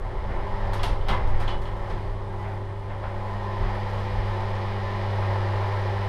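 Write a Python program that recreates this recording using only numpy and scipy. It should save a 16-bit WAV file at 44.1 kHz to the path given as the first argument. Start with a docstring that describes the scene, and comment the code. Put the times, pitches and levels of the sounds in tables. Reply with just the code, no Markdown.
"""A narrow brick garage, where an electric opener lifts a steel up-and-over door.
The motor's core hums at twice the mains rate and its meshing gears whine. Dense small impacts excite
resonances: the drive rattles along its rail, and the rollers hiss and scrape in their tracks.
The door clicks and clanks as it leaves the frame, a dry pivot squeaks, and the panel rumbles and
booms in its low modes on the way up. Reflections from the close walls prolong the knocks and squeaks."""
import sys
import numpy as np
from scipy import signal
from scipy.fft import rfft, irfft
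from scipy.io import wavfile
from scipy.ndimage import uniform_filter1d

SR = 44100
rng = np.random.default_rng(int(sys.argv[2]) if len(sys.argv) > 2 else 0)


def dump(signal):
    """Clip the signal to [-1, 1] and save it as 16-bit WAV at the path in sys.argv[1]."""
    limited = np.clip(np.atleast_2d(signal).T, -1, 1)
    pcm = np.round(limited * 32767).astype(np.int16)
    wavfile.write(sys.argv[1], SR, pcm)


N = 268128
HUM_HZ, SHAFT_HZ, BEATS_PER_TURN = 99.7, 19.8, 5

# faint steady hiss: frequency_hz, density_db
BACKGROUND_SPECTRUM = [(2000, -10), (3100, 7.5), (5200, -10.5), (5800, -9.5), (7300, -14.5), (8800, -9.5),
                       (11000, -17), (12200, -27), (13500, -32), (15000, -34)]
# reverberation time of the garage: frequency_hz, t60_s
GARAGE_DECAY = [(200, 0.34), (1000, 0.47), (3500, 0.38), (8000, 0.29), (15000, 0.22)]

# pace of the door as a level of roller hiss; it slows near 2.7 s, then runs freely: time_s, level_db
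DOOR_PACE = [(0.0, -57.5), (0.78, -48.5), (1.0, -55.5), (1.5, -49.5), (1.62, -59.5), (1.88, -52),
             (2.2, -58), (2.47, -55), (2.72, -59.5), (2.98, -56.5), (3.3, -52), (3.7, -47), (4.85, -45.5),
             (5.35, -45), (6.08, -45)]
# hiss of the rollers: frequency_hz, density_db
ROLLER_SPECTRUM = [(710, -42), (1200, -23), (1350, -5), (1480, -10), (1830, 1.5), (2290, -7.5),
                   (2440, -4.5), (2620, -10), (2820, -10), (5210, -21), (5790, -25.5), (7470, -39.5),
                   (11000, -43), (13500, -60), (15000, -57)]
# resonances of the steel tracks: frequency_hz, gain_db
TRACK_MODES = [(2410, 0), (2770, -2), (2890, 0), (3120, -3), (3500, -3), (3790, -3), (3920, -4), (4135, -3),
               (4305, -6), (4540, -5), (4890, -7), (5105, -7)]
# a roller scrapes in its track: start_s, length_s, level_db
SCRAPES = [(0.274, 0.17, -36.5), (2.434, 0.11, -36.5), (2.895, 0.066, -40), (3.02, 0.13, -36.5),
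           (3.623, 0.17, -39), (5.213, 0.067, -39), (5.604, .08, -33)]
# colour of a scrape: frequency_hz, density_db
SCRAPE_SPECTRUM = [(400, -28), (600, 10), (1300, 0.5), (2100, -1.5), (3000, -19), (5000, -34), (8000, -58)]
# spells in which the rollers set the panel whirring: time_s, level_db
WHIRR_LEVELS = [(0.0, -52), (0.7, -46), (1.0, -49), (1.7, -45.5), (2.2, -50.5), (2.44, -44.5), (2.54, -47),
                (2.62, -52), (2.95, -51.5), (3.13, -46.5), (3.5, -44.5), (3.8, -42.5), (4.2, -42),
                (4.36, -40), (4.6, -43.5), (5.1, -42.5), (5.5, -40.5), (6.08, -42)]
# panel resonances that whirr: frequency_hz, width_hz, gain_db
WHIRR_MODES = [(800, 9.4, -8.5), (841, 5.3, 5.5), (896.6, 7.3, 3), (937, 12, -3.5), (1006.6, 12, -2.5)]

# fine buzz of the gear teeth: frequency_hz, density_db
TOOTH_SPECTRUM = [(1400, -25), (1850, 2), (2300, -3), (2900, 0), (3800, -2.5), (5200, -10), (5900, -24),
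                  (8000, -42), (11000, -60)]
# whine of the gears as they take the strain: time_s, level_db
WHINE_LEVELS = [(0.0, -57.5), (0.7, -42.5), (1.02, -55), (1.45, -48), (1.9, -50), (2.2, -63), (2.42, -48),
                (2.8, -55), (3.1, -51), (3.45, -43), (4.15, -51), (4.4, -48), (4.9, -44.5), (5.3, -46),
                (6.08, -44.5)]
# gear tones, relative to the whine's peak and its swing: pitch_hz, gain_db, swing_share
GEAR_TONES = [(355, -6, 0.3), (563, -5, 0.24), (764, -21, .1), (808, -5, 1.4), (851, -3, 0.72),
              (933, -4.5, 1.6), (971, -6, 1), (1020.4, -2, 1.25), (1760, -13.5, 1), (1864, -12, 1.07),
              (1980, -16, 0.79)]
# the drive's pull, as rattle added to what the pace gives: time_s, gain_db
DRIVE_PULL = [(0.0, -0.5), (0.8, -2.5), (1.35, -2), (2.0, -3), (2.7, -4), (3.3, -3.5), (3.8, -4), (4.4, -3),
              (4.9, -4.5), (5.35, -1), (6.08, -3.5)]
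# resonances of the rail and motor housing: frequency_hz, width_hz, gain_db
RAIL_MODES = [(357.4, 5.1, 5), (392.5, 25.5, -2.5), (454.5, 30, -6.5), (530, 9.6, 1.5), (556.7, 13.3, -1.5),
              (617, 38, -4), (676, 40, -5.5), (779, 27, 0.5), (807, 24.5, -2), (872, 32, -0.5),
              (884.4, 13, 5), (979, 21.4, -0.5), (1028.6, 9.8, 0), (1083.5, 16.4, -2), (1232, 25, -8.5),
              (1316, 10.4, -6), (1614, 10, -8), (1753, 15, -9.5), (1883, 23, -13), (1982, 37, -16),
              (2142, 99, -16)]
# clatter of the drive links: frequency_hz, density_db
CLATTER_SPECTRUM = [(200, -35), (310, -56), (370, 5), (440, -4), (600, 6), (730, -1.5), (850, -5),
                    (1050, -3.5), (1170, -2.5), (1450, -5.5), (2100, -18), (2350, -26), (4000, -34)]
# the hum, rising with the load on the motor: time_s, fundamental_db, octave_db
HUM_LEVELS = [(0.05, -39, -54), (0.23, -41, -57), (0.26, -39, -48), (0.79, -31, -44), (1.08, -37, -53),
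              (1.14, -34, -44), (1.18, -35, -55), (1.21, -37, -45), (1.34, -29, -45), (1.61, -36, -48),
              (2.57, -33, -49), (2.83, -34, -54), (2.95, -34, -48), (3.71, -31, -41), (4.27, -28, -43),
              (4.94, -30, -43), (5.2, -25, -44), (6.0, -27, -45)]
# drone of the housing on two harmonics of the hum: time_s, fourth_db, fifth_db
DRONE_LEVELS = [(0.0, -48.5, -54.5), (1.6, -46, -53.5), (2.3, -47.5, -70), (2.9, -49.5, -55),
                (3.25, -53, -50), (3.68, -44, -60), (3.8, -59, -43), (4.3, -52, -49), (4.9, -47, -53.5),
                (5.4, -48, -47.5), (6.08, -43, -46)]
# harmonics of the motor's buzz: harmonic_number, gain_db
BUZZ_HARMONICS = [(3, -34.5), (6, -14), (7, -7), (9, -6.5)]

# a dry pivot squeaks: start_s, pitch_hz, echo_level_db
SQUEAKS = [(.797, 2950, -58), (1.011, 3000, -58), (1.478, 2963, -42), (1.654, 2930, -57),
           (3.745, 9450, -75.5)]
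# inharmonic partials of a squeak: pitch_ratio, gain_db
SQUEAK_PARTIALS = [(1, 0), (1.115, -5), (1.41, -11)]
# knocks of the linkage and rollers: start_s, clang_db, ring_db, clack_db, tick_db, cutoff_hz
KNOCKS = [(.732, -33, -51, -46.5, -46, 15000), (0.792, -37, -46, -43, -68, 8000),
          (.831, -29, -50, -34, -40, 13300), (1.064, -38, -44, -51, -72, 8000),
          (1.084, -24, -19, -32.5, -47, 16000), (1.112, -33, -31, -42, -64, 12000),
          (1.137, -44, -20, -55, -75, 1210), (1.273, -49, -60, -61, -59, 15000),
          (1.400, -32, -46, -48, -51.5, 16000), (1.479, -32.5, -39, -42, -51, 8500),
          (1.617, -42, -47, -59, -57.5, 15000), (1.653, -39, -46, -49, -72, 8000),
          (1.899, -38, -48, -52.5, -59.5, 10100), (2.897, -40, -47, -57, -80, 4000),
          (3.033, -40, -42, -55, -80, 4000), (3.624, -34.5, -46, -54, -78, 4000)]
# ringing modes of the door: frequency_hz, gain_db, t60_s
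DOOR_MODES = [(533, -9, .25), (790, -11, .16), (945, -5, .16), (980, -3, .13), (1003, 2, .15),
              (1028, -3, .15), (1130, -11, .14), (1265, -10, .17), (1400, -13, .14), (1545, -9, .17),
              (1620, -16, .33), (1730, -13.5, .28), (1875, -16, .18), (2058, -13.5, .42)]
# ringing modes of the steel linkage: frequency_hz, gain_db, t60_s
LINKAGE_MODES = [(2842, -3, .25), (3138, -5, .29), (3214, 0, .2), (3375, -3, .23), (3784, -6, .27),
                 (4177, -8, .2), (5448, -12, .12)]
# the panel's clang in a knock: frequency_hz, density_db
CLANG_SPECTRUM = [(150, -3), (450, -17.5), (750, -4.5), (1000, -4.5), (1400, -11), (2100, -16), (3000, -28)]
# the metal clack in a knock: frequency_hz, density_db
CLACK_SPECTRUM = [(1200, -45), (2050, 6.5), (2450, 3.5), (3250, 8), (3650, 3.5), (4200, -1), (5300, -6),
                  (6600, -43), (9000, -38)]
# the bright tick in a knock: frequency_hz, density_db
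TICK_SPECTRUM = [(4000, 9.5), (6000, 5), (7500, -3), (8700, 2), (11400, -2), (12300, -4), (14200, -7),
                 (15500, -14)]

# sway of the panel, greatest as it breaks free of the frame: time_s, level_db
SWAY_LEVELS = [(0.0, -29), (0.55, -26.5), (1.15, -22), (1.32, -15.5), (1.7, -29.5), (1.95, -30.5),
               (2.4, -35.5), (2.7, -38), (3.15, -33), (3.5, -35), (4.2, -32), (5.0, -35.5), (6.08, -37.5)]
# slow flexing of the panel: frequency_hz, density_db
FLEX_SPECTRUM = [(8, -27), (13, 14.5), (24, 6), (37, 5.5), (52, -0.5), (70, -2.5), (90, -18.5),
                 (125, -11.5), (170, -38)]
# drumming of the panel: frequency_hz, density_db
DRUMMING_SPECTRUM = [(80, 5), (125, 3), (170, 0), (225, -10), (270, -4.5), (330, -3), (500, -6.5)]
# jolts of the panel: start_s, boom_db, drumming_db
BUMPS = [(0.294, -24, -35), (0.879, -17, -35), (1.088, -37, -31.5), (1.255, -32, -49), (1.411, -20, -44),
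         (1.892, -26.5, -33), (2.058, -24.5, -41), (3.606, -15.5, -58), (4.112, -22.5, -61),
         (4.164, -20.5, -58)]
# lowest modes of the panel: frequency_hz, gain_db, t60_s
BOOM_MODES = [(34, 1, 0.51), (65.6, 0, 0.13)]


def from_db(db):
    """Amplitude ratio of a level in decibels."""
    return 10 ** (np.asarray(db) / 20)


def unit_power(x):
    """Normalisation to an RMS of one."""
    return x / np.sqrt(np.mean(x ** 2) + 1e-20)


def in_time(rows):
    """Linear interpolation in time: one curve per column."""
    times, *columns = np.transpose(rows)
    return [np.interp(np.arange(N) / SR, times, column) for column in columns]


def at_hz(points, hz):
    """Interpolation on a logarithmic frequency axis."""
    frequencies, values = np.transpose(points)
    return np.interp(np.log(np.maximum(hz, 1)), np.log(frequencies), values)


def coloured(x, spectrum):
    """Spectral shaping to unit power, falling 12 dB per octave beyond the table's ends."""
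    hz = np.maximum(np.fft.rfftfreq(len(x), 1 / SR), 1)
    skirts = np.minimum(hz / spectrum[0][0], 1) ** 2 * np.minimum(spectrum[-1][0] / hz, 1) ** 2
    return unit_power(irfft(rfft(x) * from_db(at_hz(spectrum, hz)) * skirts, len(x)))


def noise(spectrum):
    """Gaussian noise with a given spectral shape."""
    return coloured(rng.standard_normal(N), spectrum)


def drift(rate_hz):
    """Random fluctuation: low-passed noise of unit power."""
    hz = np.fft.rfftfreq(N, 1 / SR)
    return unit_power(irfft(rfft(rng.standard_normal(N)) / (1 + (hz / rate_hz) ** 2), N))


def tone(hz):
    """A sinusoid of unit power whose phase is the integral of its frequency."""
    return np.sqrt(2) * np.sin(2 * np.pi * (np.cumsum(hz) / SR + rng.random()))


def resonance(x, hz, width_hz):
    """Forced response of a damped oscillator with a peak gain of one."""
    r = np.exp(-np.pi * width_hz / SR)
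    feedback = [1, -2 * r * np.cos(2 * np.pi * hz / SR), r * r]
    return signal.lfilter(np.array([1, 0, -1]) * (1 - r * r) / 2, feedback, x)


def struck(modes, t):
    """Free vibration: modes decay exponentially, with new strengths and phases at each blow."""
    return sum(from_db(db + rng.normal(0, 1) - 60 * t / t60) * np.sin(2 * np.pi * (hz * t + rng.random()))
               for hz, db, t60 in modes)


def onset(t, rise_s):
    """Exponential approach to full amplitude."""
    return 1 - np.exp(-t / rise_s)


def contacts(per_s, spread_db, throb, throb_hz):
    """Shot noise: tiny random impacts, modulated by the machine that shakes them."""
    sizes = from_db(spread_db * np.minimum(rng.exponential(1, N), 4)) * rng.standard_normal(N)
    shake = 1 + throb * np.sin(2 * np.pi * throb_hz * np.arange(N) / SR)
    return sizes * shake * (rng.random(N) < per_s / SR)


def add(out, start_s, sound):
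    """Superposition of a sound from its start time."""
    at = round(start_s * SR)
    out[at:at + len(sound)] += sound[:N - at]


def reflected(x, t60_s):
    """Interference: dense echoes from close walls give a sound fine, stationary spectral peaks."""
    t = np.arange(SR // 4) / SR
    return signal.fftconvolve(x, rng.standard_normal(len(t)) * from_db(-60 * t / t60_s))[:N]


def garage_response(spectrum, build_s=0.0008, direct=9):
    """Impulse response: a direct snap at 2 ms amid reflections that build, then die soonest in the treble."""
    t = np.arange(SR // 2) / SR
    arrivals = rng.standard_normal(len(t))
    arrivals[round(0.002 * SR)] += direct
    bins, hz = rfft(coloured(arrivals, spectrum)), np.fft.rfftfreq(len(t), 1 / SR)
    tail = np.zeros(len(t))
    for low_hz in 44 * 2. ** np.arange(10):
        octave = irfft(bins * (hz >= low_hz) * (hz < 2 * low_hz), len(t))
        tail += octave * from_db(-60 * t / at_hz(GARAGE_DECAY, low_hz * np.sqrt(2)))
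    return tail * onset(t, build_s)


def background():
    """Stationary noise: a faint, even hiss."""
    return from_db(-63.5) * noise(BACKGROUND_SPECTRUM)


def rollers():
    """Roughness excitation: fine contacts on steel ring the tracks and fill the garage with uneven hiss."""
    grains = contacts(per_s=16000, spread_db=0, throb=0.034, throb_hz=SHAFT_HZ)
    ringing = sum(from_db(db) * resonance(grains, hz, width_hz=12) for hz, db in TRACK_MODES)
    ringing = coloured(ringing, [(2300, 0), (5300, 0), (6200, -12)])
    far_side = contacts(per_s=16000, spread_db=2, throb=0.062, throb_hz=HUM_HZ)
    hiss = coloured(reflected(grains, t60_s=0.3) + reflected(far_side, t60_s=0.3), ROLLER_SPECTRUM)
    return from_db(0.5 * drift(38)) * (from_db(0.4) * hiss + from_db(-11.5) * ringing)


def scrapes():
    """Sliding friction: a roller rubs its track in strokes that come on quickly and ease off."""
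    t = np.arange(N) / SR
    stages, gains = np.array([0, 0.2, 0.6, 1.5]), [0.0015, 0.7, 0.47, 0.011]
    strokes = sum(from_db(db) * np.interp(t, start_s + length_s * stages, gains)
                  for start_s, length_s, db in SCRAPES)
    grains = contacts(per_s=6400, spread_db=3.5, throb=0.046, throb_hz=SHAFT_HZ)
    return strokes * coloured(grains, SCRAPE_SPECTRUM)


def whirr():
    """Selective resonance: broadband rolling contacts feed a few narrow modes of the panel."""
    whirr_db, = in_time(WHIRR_LEVELS)
    grains = contacts(per_s=6000, spread_db=0.5, throb=0.1, throb_hz=SHAFT_HZ)
    ringing = sum(from_db(db) * resonance(grains, hz, width) for hz, width, db in WHIRR_MODES)
    running_rms = np.sqrt(uniform_filter1d(ringing ** 2, size=SR // 6) + 1e-20)
    return from_db(whirr_db) * ringing / running_rms


def tooth_buzz():
    """Periodic impacts: teeth tick on each beat of the hum, repeating every shaft turn; echoes blur them."""
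    beat = np.floor(np.cumsum(HUM_HZ + 0.08 * drift(3.06)) / SR).astype(int)
    strengths = 1 + rng.standard_normal(BEATS_PER_TURN)
    ticks = np.diff(beat, prepend=0) * strengths[beat % BEATS_PER_TURN]
    return coloured(reflected(ticks, t60_s=0.2), TOOTH_SPECTRUM)


def gears(wobble_hz=2.394, flutter_db=2.5):
    """Gear meshing: tones unsteady in pitch and strength, the upper ones growing most with the strain."""
    whine_db, = in_time(WHINE_LEVELS)
    peak_db = whine_db.max()
    out = np.zeros(N)
    for hz, db, share in GEAR_TONES:
        level_db = peak_db + db + share * (whine_db - peak_db) + flutter_db * drift(5.4)
        out += from_db(level_db) * tone(hz + wobble_hz * drift(8.73))
    return out


def drive():
    """Impact excitation: links clatter over the sprocket and ring the modes of the rail."""
    links = contacts(per_s=9000, spread_db=1.05, throb=0.39, throb_hz=HUM_HZ)
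    rail = sum((-1) ** k * from_db(db) * resonance(links, hz, width)
               for k, (hz, width, db) in enumerate(RAIL_MODES))
    clatter = coloured(contacts(per_s=9000, spread_db=1.9, throb=0.11, throb_hz=HUM_HZ), CLATTER_SPECTRUM)
    return from_db(-1) * unit_power(rail) + from_db(-6.5 + 0.5 * drift(24)) * clatter


def motor():
    """Forced vibration: the iron core hums at twice the mains rate; its harmonics drone and buzz."""
    hum_db, octave_db = in_time(HUM_LEVELS)
    whine_db, = in_time(WHINE_LEVELS)
    hz = HUM_HZ + 0.096 * drift(1.5)
    buzz = sum(from_db(db + 0.35 * k ** 0.64 * drift(3.3)) * tone(k * hz) for k, db in BUZZ_HARMONICS)
    buzz_db = -44 + 0.84 * (whine_db - whine_db.max())  # grows with the strain on the gears
    fourth, fifth = (from_db(db + 1.7 * drift(2)) for db in in_time(DRONE_LEVELS))
    drone = fourth * tone(4 * hz) + fifth * tone(5 * hz)
    waver_db = 1.04 + 0.12 * (hum_db.max() - hum_db)  # the octave wavers more under light load
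    hum = from_db(hum_db) * tone(hz) + from_db(octave_db + waver_db * drift(5)) * tone(2 * hz)
    return hum + from_db(buzz_db) * buzz + drone


def squeaks(glide=0.016, roughness=0.022, decay_s=0.0046):
    """Frictional slip: a dry pivot gives a brief, rough, rising note that lingers as reverberation."""
    out, t = np.zeros(N), np.arange(N) / SR
    for start_s, hz, db in SQUEAKS:
        pitch_hz = hz * (1 + glide * np.minimum(t / decay_s, 2) + roughness * drift(300))
        note = sum(from_db(gain_db) * tone(ratio * pitch_hz) for ratio, gain_db in SQUEAK_PARTIALS)
        note *= onset(t, rise_s=0.0014) * np.exp(-t / decay_s)
        echo = reflected(note, t60_s=0.29)
        add(out, start_s, from_db(db) * (4.2 * note + echo / np.std(echo[:SR // 20])))
    return out


def knocks():
    """Transient response: slack snaps out of linkage and rollers with a tick, clack, clang and ring."""
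    out, t = np.zeros(N), np.arange(SR // 2) / SR
    for start_s, clang_db, ring_db, clack_db, tick_db, cutoff_hz in KNOCKS:
        ring = struck(DOOR_MODES, t) * onset(t, rise_s=0.018)
        ring *= 1 + 0.45 * drift(70)[:len(t)]  # loose fittings shake the ring
        clang = garage_response(CLANG_SPECTRUM, build_s=0.0033, direct=0)
        clack = from_db(-2.7) * garage_response(CLACK_SPECTRUM)
        clack += from_db(-6.5) * struck(LINKAGE_MODES, t) * onset(t, rise_s=0.0026)
        tick = garage_response(TICK_SPECTRUM)
        knock = (from_db(clang_db) * clang + from_db(ring_db) * ring
                 + from_db(clack_db) * clack + from_db(tick_db) * tick)
        lowpass = signal.butter(4, cutoff_hz, fs=SR, output="sos")  # softer contacts are duller
        add(out, start_s, signal.sosfilt(lowpass, knock))
    return out


def panel(heave_top_hz=31, rumble_limit_db=-23.5, drumming_t60_s=0.4):
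    """Plate vibration: the steel sheet heaves, rumbles and drums; bumps excite its lowest modes."""
    sway_db, = in_time(SWAY_LEVELS)
    flex = noise(FLEX_SPECTRUM)
    flex /= np.sqrt(uniform_filter1d(flex ** 2, size=SR // 7))  # evens out the sway
    heave = signal.sosfiltfilt(signal.butter(2, heave_top_hz, fs=SR, output="sos"), flex)
    rumble = flex - heave
    out = from_db(sway_db) * heave + from_db(np.minimum(sway_db, rumble_limit_db)) * rumble
    drumming_gain = from_db(-43 + 0.063 * (sway_db - sway_db.max()))
    t = np.arange(SR // 2) / SR
    rise = onset(t, rise_s=0.0087)
    boom = sum(from_db(db - 60 * t / t60) * np.sin(2 * np.pi * hz * t) for hz, db, t60 in BOOM_MODES)
    for start_s, boom_db, drumming_db in BUMPS:
        add(out, start_s, from_db(boom_db) * boom * rise)
        add(drumming_gain, start_s, from_db(drumming_db - 60 * t / drumming_t60_s) * rise)
    return out + drumming_gain * noise(DRUMMING_SPECTRUM)


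def scene():
    """Superposition: roller hiss and tooth buzz follow the door's pace, the rattle its pace and pull."""
    pace_db, = in_time(DOOR_PACE)
    pull_db, = in_time(DRIVE_PULL)
    t = np.arange(N) / SR
    rattle_db = -31 + 0.53 * (pace_db + 43) + pull_db  # takes about half of the hiss's swing
    # each beat of the hum jerks the drive and rollers
    jerks = 1 + 0.045 * sum(np.cos(2 * np.pi * k * HUM_HZ * t) for k in range(1, 4))
    buzz = from_db(pace_db - 4.5) * tooth_buzz()
    running = motor() + buzz + gears() + whirr()
    running += jerks * (from_db(rattle_db) * drive() + from_db(pace_db - 0.2) * rollers())
    door = panel() + knocks() + scrapes() + squeaks()
    return (running + door + background())[None]


def record(dry):
    """Band limiting: a steep low-pass filter removes the treble above 15.2 kHz."""
    return signal.sosfilt(signal.ellip(10, 0.1, 80, 15200, fs=SR, output="sos"), dry)


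dry = scene()
out = record(dry)
dump(out)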